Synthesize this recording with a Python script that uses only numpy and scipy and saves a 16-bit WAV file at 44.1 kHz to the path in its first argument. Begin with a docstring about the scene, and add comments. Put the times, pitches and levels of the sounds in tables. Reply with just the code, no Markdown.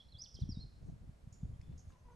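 """Over a quiet outdoor hiss, gusts of wind buffet the microphone throughout. Kites perch in a bare tree:
as earlier whistling dies away, a thin whistle sweeps up and down, rasps at its breaks and scatters
back from the trees around. Two soft knocks and a faint feathery rustle pass. Then a small bird ticks
twice among distant peeps and small dry snaps, and at the end a far crow gives two hoarse caws."""
import sys
import numpy as np
from scipy import signal
from scipy.fft import rfft, irfft
from scipy.io import wavfile
from scipy.ndimage import uniform_filter1d

SR = 44100
rng = np.random.default_rng(int(sys.argv[2]) if len(sys.argv) > 2 else 0)


def dump(signal):
    """Clip the signal to [-1, 1] and save it as 16-bit WAV at the path in sys.argv[1]."""
    limited = np.clip(np.atleast_2d(signal).T, -1, 1)
    pcm = np.round(limited * 32767).astype(np.int16)
    wavfile.write(sys.argv[1], SR, pcm)


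N = 94815
TIME = np.arange(N) / SR
SIDE = np.array([[1], [-1]])   # adds to the left, subtracts from the right


def from_db(db):
    """Decibels to gain."""
    return 10 ** (np.asarray(db) / 20)


def unit_rms(x):
    """Scale to an rms of 1."""
    return x / np.sqrt(np.mean(x ** 2) + 1e-20)


def curve(points):
    """Automation line through (t/s, value) points."""
    return np.interp(TIME, *np.transpose(points))


def drift(rate_hz):
    """Random modulator: noise low-passed at the given rate, with an rms of 1."""
    pole = np.exp(-2 * np.pi * rate_hz / SR)
    return unit_rms(signal.lfilter([1], [1, -2 * pole, pole * pole], rng.standard_normal(2 * N))[N:])


def colour(x, eq):
    """Equalise by (f/Hz, gain/dB) points joined on a log frequency axis."""
    hz, db = np.transpose(eq)
    bins_hz = np.arange(N // 2 + 1) * SR / N
    return irfft(rfft(x) * from_db(np.interp(np.log(bins_hz + 1), np.log(hz), db)), N)


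def noise(spectrum):
    """Coloured noise with an rms of 1."""
    return unit_rms(colour(rng.standard_normal(N), spectrum))


def stereo_noise(spectrum, width):
    """Mid/side noise whose width depends on frequency."""
    return noise(spectrum) + SIDE * colour(noise(spectrum), width)


def phase_of(hz):
    """Running phase of a pitch curve."""
    return 2 * np.pi * np.cumsum(hz) / SR


def bell(offset, spread):
    """Gaussian swell that peaks at 1 where the offset is zero."""
    return np.exp(-.5 * (offset / spread) ** 2)


def scatter(x, t60_s, build_s):
    """Countless small reflections from twigs and leaves, building up and dying away."""
    envelope = from_db(-60 * TIME / t60_s) * (1 - np.exp(-(TIME / build_s) ** 2))
    mid, side = rng.standard_normal((2, N)) * envelope
    response = unit_rms(mid + from_db(-14.5) * side * SIDE) / np.sqrt(N)
    return signal.fftconvolve(x[None], response, axes=1)[:, :N]


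def trees(x):
    """Near trees send back a short tail, far trees a longer, softer one."""
    near = from_db(-8) * scatter(x, t60_s=0.38, build_s=0.0058)
    far = from_db(-11.5) * scatter(x, t60_s=0.94, build_s=0.0058)
    return near + far


def outdoor_hiss():
    """A quiet, wide bed of air whose level barely moves."""
    spectrum = [(40, -0.5), (120, 0.5), (210, -5.5), (300, -17), (600, -15), (900, -21), (1400, -25),
                (3000, -30.5), (7000, -33.5), (9000, -35), (12000, -40)]   # tone of the hiss: f/Hz, level/dB
    width = [(100, -15.5), (500, -2.5), (1500, 1.5), (3000, -2), (6000, -4), (10000, -27.5)]   # side against mid: f/Hz, gain/dB
    ride = [(0, 0), (1.0, 1.1), (1.92, 2.66), (1.96, 0.5), (2.15, 1.5)]   # slow level ride: t/s, gain/dB
    return from_db(-68 + curve(ride)) * stereo_noise(spectrum, width)


def wind():
    """Turbulence at the microphone: a fluttering rumble that follows the gusts."""
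    gusts = [(0, -69), (.1, -64), (.2, -64), (.28, -70), (.38, -54.5), (.47, -46), (.58, -50), (.72, -61.5),
             (.8, -59.5), (.88, -48.5), (1.0, -61.5), (1.09, -53), (1.15, -64), (1.39, -59), (1.46, -48),
             (1.62, -59.5), (1.71, -50.5), (1.82, -64.5), (1.88, -52.5), (1.95, -67.5), (2.15, -60)]   # strength of the turbulence: t/s, level/dB
    spectrum = [(20, -6.5), (45, 4.5), (90, 0), (140, -6.5), (210, -12), (300, -20.5), (450, -29),
                (900, -43.5), (2000, -61), (6000, -110)]   # tone of the rumble: f/Hz, level/dB
    width = [(30, -11), (80, -11), (150, -6.5), (260, 0.5), (600, -2.5)]   # side against mid: f/Hz, gain/dB
    return from_db(curve(gusts) + 3.65 * drift(25)) * stereo_noise(spectrum, width)


def whistle_tail():
    """Earlier whistling, blurred to a band of noise, still dying away in the trees."""
    spectrum = [(2600, -50), (3300, 0.5), (3800, -2), (4200, 4), (4700, -8), (5500, 4), (6300, -20),
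                (7500, -53)]   # tone of the tail: f/Hz, level/dB
    t60_s = 0.87
    return from_db(-75 - 60 * TIME / t60_s) * noise(spectrum)


def whistle():
    """A kite's nearly pure tone glides through each note, rougher in fast sweeps, and echoes back."""
    notes = [
        [(0.0, 3236, -62.5), (0.010, 3360, -58.5), (0.019, 3520, -64), (0.027, 2930, -70)],
        [(0.083, 3940, -69), (0.102, 4480, -78), (0.114, 4300, -85), (0.125, 4123, -58), (0.135, 3590, -77),
         (0.147, 3423, -55), (0.157, 3287, -62), (0.166, 3386, -63.5), (0.177, 4400, -64.5)],
        [(0.178, 4250, -76), (0.187, 4710, -58.5), (0.193, 4810, -52.5), (0.203, 5100, -52.5),
         (0.214, 5320, -50.5), (0.222, 5720, -43.5), (0.230, 6300, -67), (0.238, 5660, -48), (0.246, 4650, -55),
         (0.254, 3830, -70.5), (0.260, 3400, -53.5), (0.270, 2500, -83.5)],
        [(0.338, 5620, -85), (0.345, 5160, -51.5), (0.350, 4200, -83), (0.355, 2800, -61.5)],
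        [(0.348, 7000, -74), (0.353, 5436, -52.5), (0.358, 4580, -60.5), (0.364, 3770, -65),
         (0.370, 3200, -62.5), (0.380, 3230, -65), (0.390, 3250, -58.5)],
        [(0.396, 4180, -66), (0.405, 3300, -66), (0.413, 2650, -78.5)],
        [(0.402, 6090, -58), (0.408, 5120, -62), (0.419, 4070, -65), (0.428, 3500, -64), (0.440, 3300, -65.5)],
        [(0.488, 5760, -62), (0.498, 5540, -54), (0.510, 5265, -57.5), (0.526, 4680, -51.5),
         (0.534, 4360, -68.5), (0.546, 3970, -67), (0.556, 3840, -66.5), (0.580, 3740, -68.5),
         (0.597, 3950, -64.5), (0.605, 4140, -59.5), (0.618, 4317, -61.5), (0.632, 4150, -56.5),
         (0.643, 3710, -78)],
    ]   # one contour per note: t/s, f/Hz, level/dB
    echoes = [(.0045, -7), (0.054, -19)]   # reflections off near surfaces: delay/s, gain/dB
    waver, break_waver = 0.0064, 0.024   # fractions of the pitch
    break_hz_per_s, fade_s, overtone_db = 108000, 0.0016, -43.5
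    voice = np.zeros(N)
    for note in notes:
        t, hz, db = np.transpose(note)
        pitch = uniform_filter1d(np.interp(TIME, t, hz), size=200)   # rounds the corners
        strain = np.minimum(abs(np.gradient(pitch)) * SR / break_hz_per_s, 1)
        phase = phase_of(pitch * (1 + waver * drift(150) + break_waver * strain * drift(500)))
        tone = np.sin(phase) + from_db(overtone_db) * np.sin(2 * phase)
        gate = np.clip(np.minimum(TIME - t[0], t[-1] - TIME) / fade_s, 0, 1)
        voice += gate * from_db(np.interp(TIME, t, db)) * tone
    flutter_db = 1.6 * drift(90)
    voice *= np.sqrt(2) * from_db(-2.5 + flutter_db)
    slaps = sum(from_db(db) * np.interp(TIME - delay, TIME, voice, left=0) for delay, db in echoes)
    return voice + slaps + trees(voice)


def buffets():
    """Single eddies hit the microphone as short pressure swings, each skewed between left and right."""
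    eddies = [(0.153, -42.5, 87.5), (.351, -42, 80), (.423, -27.5, 94.7), (.437, -28.5, 121),
              (0.479, -56, 73.3), (.493, -30.5, 170), (0.503, -34.5, 92), (0.525, -40, 80), (0.55, -41, 80),
              (.574, -33, 141), (0.651, -43, 89), (.853, -41, 99.6), (.898, -41, 173), (0.927, -40.5, 109),
              (0.942, -44, 130), (1.094, -40.5, 113), (1.276, -39.5, 116), (1.328, -46.5, 82.4),
              (1.435, -30, 125), (1.451, -36.5, 83.6), (1.501, -37, 87.5), (1.562, -43.5, 112),
              (1.599, -39, 83.5), (1.635, -47.5, 115), (1.7, -34.5, 103.6), (1.737, -48, 81),
              (1.785, -52, 67.6), (1.874, -43.5, 97), (1.886, -43, 73)]   # the strongest hits: t/s, peak/dB, f/Hz
    out = np.zeros((2, N))
    for t, db, hz in eddies:
        cycles = (TIME - t) * hz
        skew = 0.39 * hz / 100 * rng.standard_normal()
        swing = -np.cos(2 * np.pi * cycles + skew * SIDE)
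        out += from_db(db) * swing * bell(cycles, spread=0.31)
    return out


def rasp():
    """Short bursts of breathy treble where the whistle breaks."""
    breaks = [(0.189, -79), (.245, -85), (0.351, -79.5), (0.413, -79)]   # breaks in the voice: t/s, level/dB
    spectrum = [(4000, -35), (6500, 5.5), (8500, 6.5), (10000, -7), (12000, -3)]   # tone of the breath: f/Hz, level/dB
    envelope = sum(from_db(db) * bell(TIME - t, spread=0.0071) for t, db in breaks)
    breath = envelope * noise(spectrum)
    return breath + trees(breath)


def knocks():
    """Soft knocks at the microphone, each a brief damped ring."""
    hits = [(0.3896, -40.5, 322, 0.013), (0.8975, -59.5, 686, 0.036)]   # one ring per knock: t/s, level/dB, f/Hz, t60/s
    out = np.zeros(N)
    for t, db, hz, t60 in hits:
        age = np.maximum(TIME - t, 0)
        attack = 1 - np.exp(-4 * age * hz)
        out += from_db(db - 60 * age / t60) * attack * np.sin(2 * np.pi * hz * age)
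    return out


def rustle():
    """Faint feathery swells of treble noise."""
    swells = [(0.88, .04, -83.5), (1.904, 0.012, -80.5)]   # one swell per rustle: t/s, spread/s, level/dB
    spectrum = [(2500, -17), (4500, -4), (6500, 7), (9000, -7), (12000, -13)]   # tone of the rustle: f/Hz, level/dB
    envelope = sum(from_db(db) * bell(TIME - t, spread) for t, spread, db in swells)
    return envelope * noise(spectrum)


def ticks():
    """A small bird's ticks: each a pair of fast, rough pitch arches with some hiss, smeared by foliage."""
    calls = [(1.324, 7200, -62), (1.776, 6730, -64)]   # the ticks: t/s, top f/Hz, level/dB
    spectrum = [(3000, -25), (5000, 5.5), (6500, 4), (8500, -6), (11000, -17)]   # tone of their hiss: f/Hz, level/dB
    arch_s, repeat_s, repeat_db = 0.0099, 0.013, -3
    sweep, roughness = 0.36, 0.0281   # fractions of the pitch
    hiss = from_db(-10) * noise(spectrum)
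    out = np.zeros(N)
    for t, top_hz, db in calls:
        for k in range(2):
            progress = np.clip((TIME - t - k * repeat_s) / arch_s, 0, 1)
            pitch = top_hz * (1 - sweep * (2 * progress - 1) ** 2) * (1 + roughness * drift(600))
            envelope = from_db(db + k * repeat_db) * np.sin(np.pi * progress)
            out += envelope * (np.sin(phase_of(pitch)) + hiss)
    smear = from_db(-0.5) * scatter(out, t60_s=0.1, build_s=0.0062)
    tail = from_db(-3.5) * scatter(out, t60_s=0.7, build_s=0.014)
    return out + smear + tail


def peeps():
    """Short, soft sine glides from distant birds."""
    glides = [(1.415, 0.016, 3400, 3700, -81), (1.535, 0.022, 3300, 3150, -80.5),
              (1.625, 0.026, 3300, 3600, -76.5), (1.665, 0.014, 3550, 3400, -76.5),
              (1.715, 0.013, 3600, 3400, -77), (1.98, 0.028, 5700, 6550, -81),
              (2.06, 0.017, 6450, 5850, -90), (2.112, 0.026, 6600, 5900, -79.5)]   # one glide per peep: t/s, length/s, start f/Hz, end f/Hz, level/dB
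    out = np.zeros(N)
    for t, length, start_hz, end_hz, db in glides:
        progress = np.clip((TIME - t) / length, 0, 1)
        pitch = start_hz + (end_hz - start_hz) * progress
        out += from_db(db) * np.sin(np.pi * progress) * np.sin(phase_of(pitch))
    return out + trees(out)


def snaps():
    """Small dry snaps: bands of noise that die within milliseconds and scatter off the trees."""
    bursts = [(1.612, -61.5, 2260, 0.27), (1.614, -64, 5600, 0.61), (1.726, -70, 2180, 1.2),
              (1.903, -65, 1370, 0.47), (1.922, -70, 3220, 1.3), (1.936, -74, 2500, 1.7)]   # one burst per snap: t/s, level/dB, centre f/Hz, width/octaves
    decay_s = 0.003
    out = np.zeros(N)
    for t, db, hz, octaves in bursts:
        edges_hz = hz * 2 ** (octaves * np.array([-.5, .5]))
        band = signal.butter(2, edges_hz, "band", fs=SR, output="sos")
        burst = unit_rms(signal.sosfilt(band, rng.standard_normal(N)))
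        age = np.maximum(TIME - t, 0)
        out += from_db(db) * burst * np.minimum(age * hz, 1) * np.exp(-age / decay_s)
    return out + trees(out)


def crow():
    """A far crow's hoarse harmonic caws sag in pitch as they end and ring on in the trees."""
    caws = [(1.918, 0.058, 519, -70.5), (2.046, 0.11, 490, -65.5)]   # the calls: t/s, length/s, f/Hz, level/dB
    harmonics = [-6, 0, -18, -20, -29]   # from the fundamental upward: level/dB
    sag, roughness = 0.04, 0.028   # fractions of the pitch
    rough_hz, flutter_db = 90, 2.5
    out = np.zeros(N)
    for t, length, hz, db in caws:
        progress = np.clip((TIME - t) / length, 0, 1)
        phase = phase_of(hz * (1 - sag * progress ** 3) * (1 + roughness * drift(rough_hz)))
        voice = sum(from_db(level) * np.sin(k * phase) for k, level in enumerate(harmonics, 1))
        envelope = np.sqrt(abs(np.sin(np.pi * progress)))
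        out += from_db(db + flutter_db * drift(rough_hz)) * envelope * voice
    return out + from_db(-4) * scatter(out, t60_s=0.53, build_s=0.013)


def scene():
    """Kites and the ticking bird slightly to the right, the small sounds central, wind and hiss all round."""
    pan = from_db(-3.2 / 2 * SIDE)   # left 3.2 dB under right
    birds = pan * (whistle() + rasp() + whistle_tail() + ticks())
    return birds + outdoor_hiss() + peeps() + snaps() + knocks() + rustle() + crow() + wind() + buffets()


def record(dry):
    """A steep low-pass takes off the very top."""
    cutoff_hz = 12400
    return signal.sosfilt(signal.ellip(10, .1, 70, cutoff_hz, fs=SR, output="sos"), dry)


dry = scene()
out = record(dry)
dump(out)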